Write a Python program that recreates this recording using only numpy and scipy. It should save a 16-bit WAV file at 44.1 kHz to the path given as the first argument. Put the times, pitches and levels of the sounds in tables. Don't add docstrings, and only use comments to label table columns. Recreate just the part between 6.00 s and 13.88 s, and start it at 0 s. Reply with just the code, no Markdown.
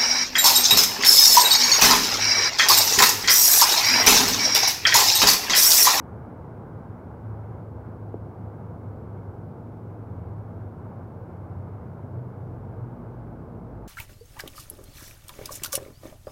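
import sys
import numpy as np
from scipy import signal
from scipy.fft import rfft, irfft, next_fast_len
from scipy.io import wavfile

SR = 44100
rng = np.random.default_rng(int(sys.argv[2]) if len(sys.argv) > 2 else 0)


def put_to_file(sound):
    columns = np.atleast_2d(sound).T
    safe = np.clip(columns, -1, 1)
    whole_steps = np.round(safe * 32767)
    wavfile.write(sys.argv[1], SR, whole_steps.astype(np.int16))


N = 347366


def from_db(db):
    return 10 ** (np.asarray(db) / 20)


def rms_one(x):
    return x / np.sqrt(np.mean(x ** 2) + 1e-20)


def drift(rate_hz):
    step = 40
    pole = np.exp(-2 * np.pi * rate_hz * step / SR)
    noise = rng.standard_normal(N // step + 2002)
    slow = signal.lfilter([1], [1, -2 * pole, pole * pole], noise)[2000:]
    return np.interp(np.arange(N) / step, np.arange(len(slow)), rms_one(slow))


def coloured(spectrum, resonances=()):
    size = next_fast_len(N)
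    hz = np.maximum(np.arange(size // 2 + 1) * SR / size, 1)
    points = np.array(spectrum)
    density_db = np.interp(np.log(hz), np.log(points[:, 0]), points[:, 1])
    power = from_db(density_db) ** 2
    lift = 1
    for centre_hz, width_hz, added_db in resonances:
        lift = lift + from_db(added_db) ** 2 / (1 + (2 * (hz - centre_hz) / width_hz) ** 2)
    white = rfft(rng.standard_normal(size))
    return rms_one(irfft(white * np.sqrt(power * lift), size)[:N])


HISS_DB = -78
# pitch_hz, density_db
HISS_SPECTRUM = [(1500, -30.5), (3000, -14), (4000, -2.5), (5300, 0.5), (6500, -2), (8500, -2.5),
                 (11000, -0.5), (16000, -1.5)]


def microphone_hiss():
    return from_db(HISS_DB) * coloured(HISS_SPECTRUM)


SWELL_RISE_S, SWELL_FALL_S = 0.11, 0.19
SWELL_REACH_HZ = 6
# peak_s, pitch_hz, lift_db
DRONE_SWELLS = [(1.3, 106.5, 8), (3.8, 107, -1), (4.2, 85, 9), (4.35, 104, 4.5), (5.6, 96.6, 3.5),
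                (6.2, 123, 8.5), (6.85, 120, 8), (7.8, 52, 5)]


def swell_db(t, pitch_hz):
    total_db = 0
    for peak_s, centre_hz, lift_db in DRONE_SWELLS:
        time_shape = ((t - peak_s) / np.where(t < peak_s, SWELL_RISE_S, SWELL_FALL_S)) ** 2
        pitch_shape = ((pitch_hz - centre_hz) / SWELL_REACH_HZ) ** 4
        total_db = total_db + lift_db * np.exp(-time_shape - pitch_shape)
    return total_db


FADE_S = 0.14
WAVER_HZ = 2.47


def drone(start_s, end_s, first_hz, last_hz, level_db, roughness):
    t = np.arange(N) / SR
    pitch_hz = np.interp(t, [start_s, end_s], [first_hz, last_hz])
    coarse_t = t[::200]
    lift_db = np.interp(t, coarse_t, swell_db(coarse_t, pitch_hz[::200]))
    fade_in = np.clip((t - start_s) / FADE_S + 1, 0, 1)
    fade_out = np.clip((end_s - t) / FADE_S + 1, 0, 1)
    wavering_hz = pitch_hz + WAVER_HZ * roughness * drift(4.23)
    phase = 2 * np.pi * (np.cumsum(wavering_hz) / SR + rng.random())
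    tone = (1 + roughness * drift(5.9)) * np.sin(phase)
    tone = tone + roughness * drift(4.6) * np.cos(phase)
    level_match = np.sqrt(2 / (1 + 2 * roughness ** 2))
    return level_match * fade_in * fade_out * from_db(level_db + lift_db) * tone


# start_s, end_s, first_pitch_hz, last_pitch_hz, level_db, roughness (0-1)
LOW_DRONES = [(0, .95, 103, 102, -44.5, .4), (0, 3.3, 78, 78, -48, .6), (0, 6.3, 49.5, 51.5, -62, .3),
              (1.25, 3.55, 107, 99, -41, .18), (3.75, 4.85, 108.5, 101, -40.5, .2),
              (3.95, 5.9, 85, 84, -51, .6), (4.9, 6.8, 97, 96, -42, .4), (5.4, 7.35, 127.5, 117, -44, .28),
              (6.45, 7.7, 241, 229, -54, .6), (6.55, 8, 51.6, 52.2, -50, .12)]


def low_drones():
    return sum(drone(*row) for row in LOW_DRONES)


def fan_whine():
    return drone(0, N / SR, first_hz=370, last_hz=370, level_db=-61.5, roughness=0.25)


# time_s, strike_db
DESK_KNOCKS = [(2.142, -20.5)]
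# pitch_hz, level_db, t60_s
DESK_MODES = [(335, -3, 0.02), (428, 1, 0.021), (617, -4.5, 0.011), (800, -29, .012)]


def knock():
    clicks = np.full(N, 1e-18)
    for time_s, strike_db in DESK_KNOCKS:
        clicks[round(time_s * SR)] = -from_db(strike_db)
    push = signal.lfilter(np.hanning(44) / 22, [1], clicks)
    ring = 0
    for pitch_hz, level_db, t60_s in DESK_MODES:
        decay = from_db(-60 / (t60_s * SR))
        angle = 2 * np.pi * pitch_hz / SR
        strength = from_db(level_db) * np.sin(angle)
        ring = ring + signal.lfilter([0, strength], [1, -2 * decay * np.cos(angle), decay * decay], push)
    bass_cut = signal.butter(4, 285, "high", fs=SR, output="sos")
    return signal.sosfilt(bass_cut, ring)


RUSH_DB = -39
BRIGHT_START_DB, BRIGHT_END_DB, BRIGHT_SETTLE_S = 2, -2, 1.6
BREATH_DB = 1.1
# pitch_hz, density_db
AIR_SPECTRUM = [(13, -58), (22, -30), (55, -15), (90, -7), (108, -3), (204, -10.5), (239, -12.5),
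                (293, -13), (482, -14.5), (540, -17), (890, -19.5), (1540, -30.5), (1880, -44.5),
                (3100, -55), (5000, -64.5), (6500, -88), (11000, -120)]
# pitch_hz, width_hz, added_db
ROOM_RESONANCES = [(80.6, 7, 3.5), (103, 21, 0.5), (168.9, 17, 3.5), (240.3, 25, 2.5), (333.6, 12, 0.5),
                   (446, 13, -2.5), (490, 20, -1), (639, 27, -3), (850, 34, -7), (2136, 274, 5)]


def air():
    settling = np.exp(-(np.arange(N) / SR / BRIGHT_SETTLE_S) ** 2)
    bright_db = BRIGHT_END_DB + (BRIGHT_START_DB - BRIGHT_END_DB) * settling
    rush = coloured(AIR_SPECTRUM, ROOM_RESONANCES)
    size = next_fast_len(N)
    hz = np.arange(size // 2 + 1) * SR / size
    low_edge = 1 + (900 / np.maximum(hz, 1)) ** 4
    high_edge = 1 + (hz / 2500) ** 8
    upper = irfft(rfft(rush, size) / low_edge / high_edge, size)[:N]
    upper_gain = from_db(bright_db + BREATH_DB * drift(4.1))
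    return from_db(RUSH_DB) * (rush + (upper_gain - 1) * upper)


def scene():
    return (low_drones() + fan_whine() + knock() + air())[None]


def record(dry):
    bass_cut = signal.butter(2, 18, "high", fs=SR, output="sos")
    wet = signal.sosfilt(bass_cut, dry) + microphone_hiss()
    top_cut = signal.ellip(14, 0.5, 60, 15700, fs=SR, output="sos")
    return signal.sosfilt(top_cut, wet)


dry = scene()
out = record(dry)
put_to_file(out)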